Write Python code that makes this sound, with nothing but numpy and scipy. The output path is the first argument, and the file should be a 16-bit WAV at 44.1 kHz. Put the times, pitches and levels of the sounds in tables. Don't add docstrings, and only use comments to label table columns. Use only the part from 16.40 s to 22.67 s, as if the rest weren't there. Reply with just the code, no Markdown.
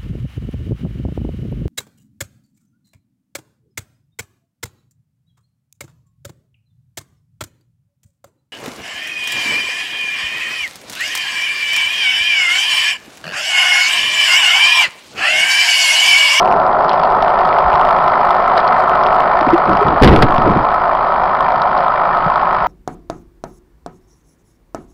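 import sys
import numpy as np
from scipy import signal
from scipy.fft import rfft, irfft, next_fast_len
from scipy.io import wavfile
from scipy.ndimage import uniform_filter1d, map_coordinates

SR = 44100
rng = np.random.default_rng(int(sys.argv[2]) if len(sys.argv) > 2 else 0)


def convert_level_to_amplitude(level_db):
    exponent = np.asarray(level_db, float) / 20
    return 10 ** exponent


def generate_wav(signal):
    frames = np.transpose(np.atleast_2d(signal))
    scaled = np.clip(frames, -1, 1) * 32767
    pcm = np.round(scaled).astype(np.int16)
    wavfile.write(sys.argv[1], SR, pcm)


N = 276507

# frequency_hz, gain_db
DRONE_COLOUR = [(12, -22.5), (25, 3.5), (50, -4.5), (85, -10), (120, -7.5), (160, -1), (210, -4.5),
                (300, -6), (340, -10.5), (370, 0), (430, -1), (500, -13), (560, -40), (900, -120)]
DRONE_DB, DRONE_FOLLOWS, DRONE_SPLIT_HZ = -29, 1.7, 260

# start_s, level_db, pitch_hz
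TICKS = [(0.3286, -24, 3120), (0.482, -25.5, 4660), (0.4937, -12.5, 4010), (0.5013, -18, 3310),
         (0.5187, -20, 2830), (0.5324, -20, 3030), (0.5408, -30, 2640), (0.5504, -30, 4450),
         (0.5574, -25, 2500), (0.596, -22, 3430), (0.6159, -27, 2870), (0.635, -15.5, 2710),
         (0.6518, -22, 2720), (0.824, -16.5, 3220), (0.99, -18, 2760), (1.051, -20, 3130),
         (1.0904, -18, 2890), (1.355, -20, 3030), (2.2022, -14, 3240), (2.278, -18.5, 4310),
         (2.636, -12.5, 3390), (2.6662, -16, 3240), (3.01, -16, 2610), (3.3317, -19, 3010),
         (3.371, -14, 3010), (3.483, -16, 3010), (3.9812, -14, 2540), (5.2192, -12.5, 3940),
         (5.3776, -20, 4200), (6.166, -30, 3130)]

# frequency_hz, gain_db
SLOSH_COLOUR = [(15, -15), (40, 3), (150, 1.5), (300, 1.5), (450, -2.5), (800, -10.5), (2500, -34),
                (5000, -54), (7000, -120)]
# start_s, level_db, t60_s
SURGES = [(3.009, -26.5, 0.13), (3.069, -13.5, .3), (3.255, -13.5, .4), (3.32, -17, 0.22),
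          (3.444, -14.5, 0.45), (3.521, -20, 0.57), (3.612, 12.5, 0.29), (3.68, 2, 0.23),
          (3.725, -1.5, .12), (3.821, 0, 0.12), (3.77, -14, .8), (3.901, -21.5, 0.13), (3.98, -15, 0.22),
          (4.03, -10.5, .15), (4.054, -4, 0.29), (4.1, -8, .2), (4.15, -11, 0.25), (4.26, -25.5, 0.51)]
SURGE_RISE_S = .012
SWING_AT_S, SWING_HZ, SWING_DB, SWING_T60_S = 3.758, 6.2, -8, 1.5

# start_s, pitch_hz, level_db, life_s
LOW_TONES = [(1.242, 54.9, -20, 0.14), (1.339, 59.5, -16.5, 0.025), (2.859, 196.6, -31, 0.064),
             (3.013, 323, -13, 0.023), (3.07, 282, -7.5, 0.02), (3.131, 337.4, 3.5, 0.043),
             (3.288, 321, -14, 0.073), (3.325, 226, -14.5, .03), (3.413, 412.5, -8, 0.057),
             (3.518, 263.4, -21, 0.048), (3.826, 424, -4, 0.025), (3.9, 258, -11, 0.013),
             (3.984, 144, -7, 0.019), (4.069, 299.5, -7, 0.037), (4.095, 186.7, -6.5, 0.044),
             (4.169, 211, -6.5, 0.024), (5.861, 164, -12.5, 0.041), (6.025, 860, -5.5, 0.029)]

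# start_s, level_db, t60_s
KNOCKS = [(2.177, 2, 0.019), (3.632, 8, 0.035), (3.645, 6, 0.029), (3.675, 3, 0.038), (3.685, -2, 0.037),
          (3.762, 3.5, 0.011), (3.788, -12, 0.013), (3.823, 6.5, .035)]

# time_s, turns_per_s
SPEED = [(0, 52.62), (3, 52.62), (3.3, 52.5), (4.1, 52.5), (4.4, 52.62), (6.27, 52.62)]
FIRST_TURN = .68
# place_turns, low_hum_db, high_hum_db, clatter_db
CYLINDERS = [(-.04, -9, 0, 0), (.18, -1, -8, -7), (.64, 0, -9, -13)]
# time_s, level_db, brightness_db
ENGINE = [(0, -11, -11.5), (.5, -13, -4.5), (1.2, -13.5, -1), (2, -14.5, 1), (2.7, -13.5, -0.5),
          (3.5, -15.5, 1), (4.5, -16.5, 0.5), (5.5, -17.5, 2), (6.27, -19, 4)]
# centre_hz, width_hz, gain_db
LOW_PLATES = [(740, 680, -4), (551.7, 13, -7), (560, 5.3, -5.5), (629, 8.4, 1.5), (700.5, 58, 3.5),
              (746.7, 10, 1.5), (847.7, 53, -6.5)]
HIGH_PLATES = [(1066, 164, 2.5), (1218, 200, -5.5), (951, 29, -4), (970, 7.4, 1), (1052, 71, -6),
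               (1263, 180, -2), (1281, 20, 8.5)]
# multiple_of_engine_speed, level_db
GEARS = [(7, -32), (11.12, -26.5), (11.99, -27.5), (14.08, -20.5), (16.05, -27), (19.26, -22),
         (20.25, -26.5), (25.47, -25.5)]
# frequency_hz, gain_db
CLATTER_COLOUR = [(1100, -38.5), (1450, 5), (1600, -9), (1800, -2), (1920, -7), (2040, -7), (2180, -11.5),
                  (2330, -10.5), (2600, -18), (3150, -19), (3500, -22.5), (5200, -26), (5900, -50),
                  (8000, -120)]
# pitch_hz, early_db, middle_db, late_db over the clatter
COVER = [(1700, -22, -16, -11), (1800, -12, -6, -11), (2040, -16, -8, -18), (2320, -16, -14, -13),
         (3020, -28, -26, -22), (3250, -28, -26, -21)]
HIGH_DB, HIGH_BRIGHTENS = -0.5, 1
CLATTER_DB, CLATTER_BRIGHTENS = -13, 0.91

TOP_HZ = 5500
CEILING = .705


def unit(x):
    return x / np.sqrt(np.mean(x ** 2) + 1e-20)


def curves(rows):
    s, *cols = np.transpose(rows)
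    return [np.interp(np.arange(N) / SR, s, c) for c in cols]


def wobble(rate):
    knots = rng.standard_normal(int(N * rate / SR) + 4)
    return map_coordinates(knots, [np.arange(N) * rate / SR])


def filtered(x, response):
    m = next_fast_len(N + SR // 2)
    return irfft(rfft(x, m) * response(np.fft.rfftfreq(m, 1 / SR)), m)[:N]


def colour(points):
    f, db = np.transpose(points)
    return lambda hz: convert_level_to_amplitude(np.interp(np.log(hz + 1), np.log(f + 1), db))


def add(track, s, sound):
    part = track[round(s * SR):][:len(sound)]
    part += sound[:len(part)]


def drone(low_db):
    whole = unit(filtered(rng.standard_normal(N), colour(DRONE_COLOUR)))
    water = filtered(whole, lambda hz: 1 / (1 + (hz / DRONE_SPLIT_HZ) ** 4))
    hull = convert_level_to_amplitude(DRONE_FOLLOWS * (low_db - low_db.mean())) * (whole - water)
    return convert_level_to_amplitude(DRONE_DB + 0.26 * wobble(6.5)) * (water + hull)


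def ticks(per_second=70, far_db=-38, spread_db=-0.5):
    track, t = np.zeros(N), np.arange(SR // 100) / SR
    draw = rng.random((int(per_second * N / SR), 3))
    start_s = draw[:, 0] * N / SR
    level_db = far_db - spread_db * np.log(draw[:, 1] + 0.0084)
    pitch_hz = 2600 + 2800 * draw[:, 2]
    for s, db, hz in [*TICKS, *np.transpose([start_s, level_db, pitch_hz])]:
        burst = np.sin(2 * np.pi * hz * t) + 1.7 * rng.standard_normal(len(t))
        add(track, s, convert_level_to_amplitude(db) * burst * convert_level_to_amplitude(-60 * t / 0.0096))
    return filtered(track, lambda hz: hz ** 2 / (hz ** 2 + 2200 ** 2))


def slosh():
    turbulence = filtered(rng.standard_normal(N), colour(SLOSH_COLOUR))
    rush = unit(convert_level_to_amplitude(3.5 * wobble(45)) * turbulence)
    flow, swing, t = np.zeros(N), np.zeros(N), np.arange(SR // 2) / SR
    for s, db, t60 in SURGES:
        add(flow, s, convert_level_to_amplitude(db - 60 * t / t60) * np.minimum(t / SURGE_RISE_S, 1) ** 2)
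    add(swing, SWING_AT_S, -convert_level_to_amplitude(SWING_DB - 60 * t / SWING_T60_S) * np.sin(2 * np.pi * SWING_HZ * t))
    return flow * rush + swing


def low_tones():
    track = np.zeros(N)
    for s, hz, db, life in LOW_TONES:
        age = np.arange(int(2 * life * SR)) / SR / life
        shape = 8.0 * age * np.exp(1 - 7.5 * age)
        cycles = hz * life * age * (.98 + 0.05 * age)
        add(track, s, convert_level_to_amplitude(db) * shape * np.sin(2 * np.pi * cycles))
    return track


def knocks():
    track, t = np.zeros(N), np.arange(SR // 20) / SR
    for s, db, t60 in KNOCKS:
        add(track, s, convert_level_to_amplitude(db - 60 * t / t60) * rng.standard_normal(len(t)))
    return filtered(track, colour([(100, -13.5), (700, 16), (2000, 4.5), (5000, -6), (8000, -45)]))


def firing(turns, column, life_s, scatter_db, steady):
    envelope = np.full(N, steady)
    for cylinder in CYLINDERS:
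        place = turns - cylinder[0] + 1
        age_s = (place % 1) / SPEED[0][1]
        scatter = scatter_db * rng.standard_normal(int(place[-1]) + 1)
        strength_db = cylinder[column] + scatter[place.astype(int)]
        rise = 1 - np.exp(-age_s / .0004)
        envelope += convert_level_to_amplitude(strength_db) * np.exp(-age_s / life_s) * rise
    return envelope


def plates(modes):
    return lambda f: sum(convert_level_to_amplitude(db) * 1j * f * w / (c * c - f * f + 1j * f * w) for c, w, db in modes)


def hull_ring(turns, column, modes, steady, push, damping):
    load = firing(turns, column, life_s=.003, scatter_db=1.5, steady=steady)
    blows = load * rng.standard_normal(N) + push * np.gradient(load)

    def response(hz):
        low_cut = (hz / 500) ** 8 / (1 + (hz / 500) ** 8)
        return plates(modes)(hz) * low_cut / (1 + (hz / 1400) ** 8)

    return unit(unit(load) ** damping * filtered(blows, response)), load


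def gear_whine(turns, load):
    teeth = sum(convert_level_to_amplitude(db + 0.71 * wobble(4.4)) * np.sin(2 * np.pi * k * turns + 0.56 * wobble(9))
                for k, db in GEARS)
    return unit(load + 2.7) * teeth


def cover(taps):
    t = np.arange(N) / SR
    ring = np.zeros(N)
    for hz, *db in COVER:
        level = convert_level_to_amplitude(np.interp(t, [.5, 2.2, 4.2], db))
        ring += level * np.sin(2 * np.pi * hz * t + 1.3 * wobble(45))
    return unit(uniform_filter1d(taps, size=60) ** 2) * ring


def valve_clatter(turns):
    taps = firing(turns, column=3, life_s=.004, scatter_db=1.8, steady=.22)
    noise = unit(filtered(taps * rng.standard_normal(N), colour(CLATTER_COLOUR)))
    return noise + cover(taps)


def engine(low_db, bright_db):
    high_db = low_db + HIGH_DB + HIGH_BRIGHTENS * bright_db
    clatter_db = low_db + CLATTER_DB + CLATTER_BRIGHTENS * bright_db
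    turns = FIRST_TURN + np.cumsum(curves(SPEED)[0]) / SR
    low, _ = hull_ring(turns, column=1, modes=LOW_PLATES, steady=0.19, push=1.7, damping=0.25)
    high, load = hull_ring(turns, column=2, modes=HIGH_PLATES, steady=.16, push=7.0, damping=0.23)
    hull = convert_level_to_amplitude(low_db) * low + convert_level_to_amplitude(high_db) * high
    whine = convert_level_to_amplitude(low_db + 13) * gear_whine(turns, load)
    return hull + whine + convert_level_to_amplitude(clatter_db) * valve_clatter(turns)


def scene():
    low_db, bright_db = curves(ENGINE)
    background = drone(low_db) + ticks() + slosh() + low_tones() + knocks()
    return (background + engine(low_db, bright_db))[None]


def squeezed(x, knee=0.71, most_db=-1.5):
    level = np.sqrt(2 * np.abs(uniform_filter1d(x ** 2, size=90)))
    return x * np.maximum((1 + (level / knee) ** 4) ** -.2, convert_level_to_amplitude(most_db))


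def band_limit(x):
    return signal.sosfilt(signal.butter(12, 15900, fs=SR, output="sos"), x)


def record(dry):
    def band(hz):
        return 1 / (1 + (hz / TOP_HZ) ** 24)

    offset = -.0044
    level = squeezed(filtered(dry[0], band)) + offset
    kept = np.arange(N) % 4 == 0
    samples = 4 * kept * np.clip(level, -CEILING, CEILING)
    smooth = filtered(samples, band)
    return band_limit(np.clip(smooth, -CEILING, CEILING)[None])


dry = scene()
out = record(dry)
generate_wav(out)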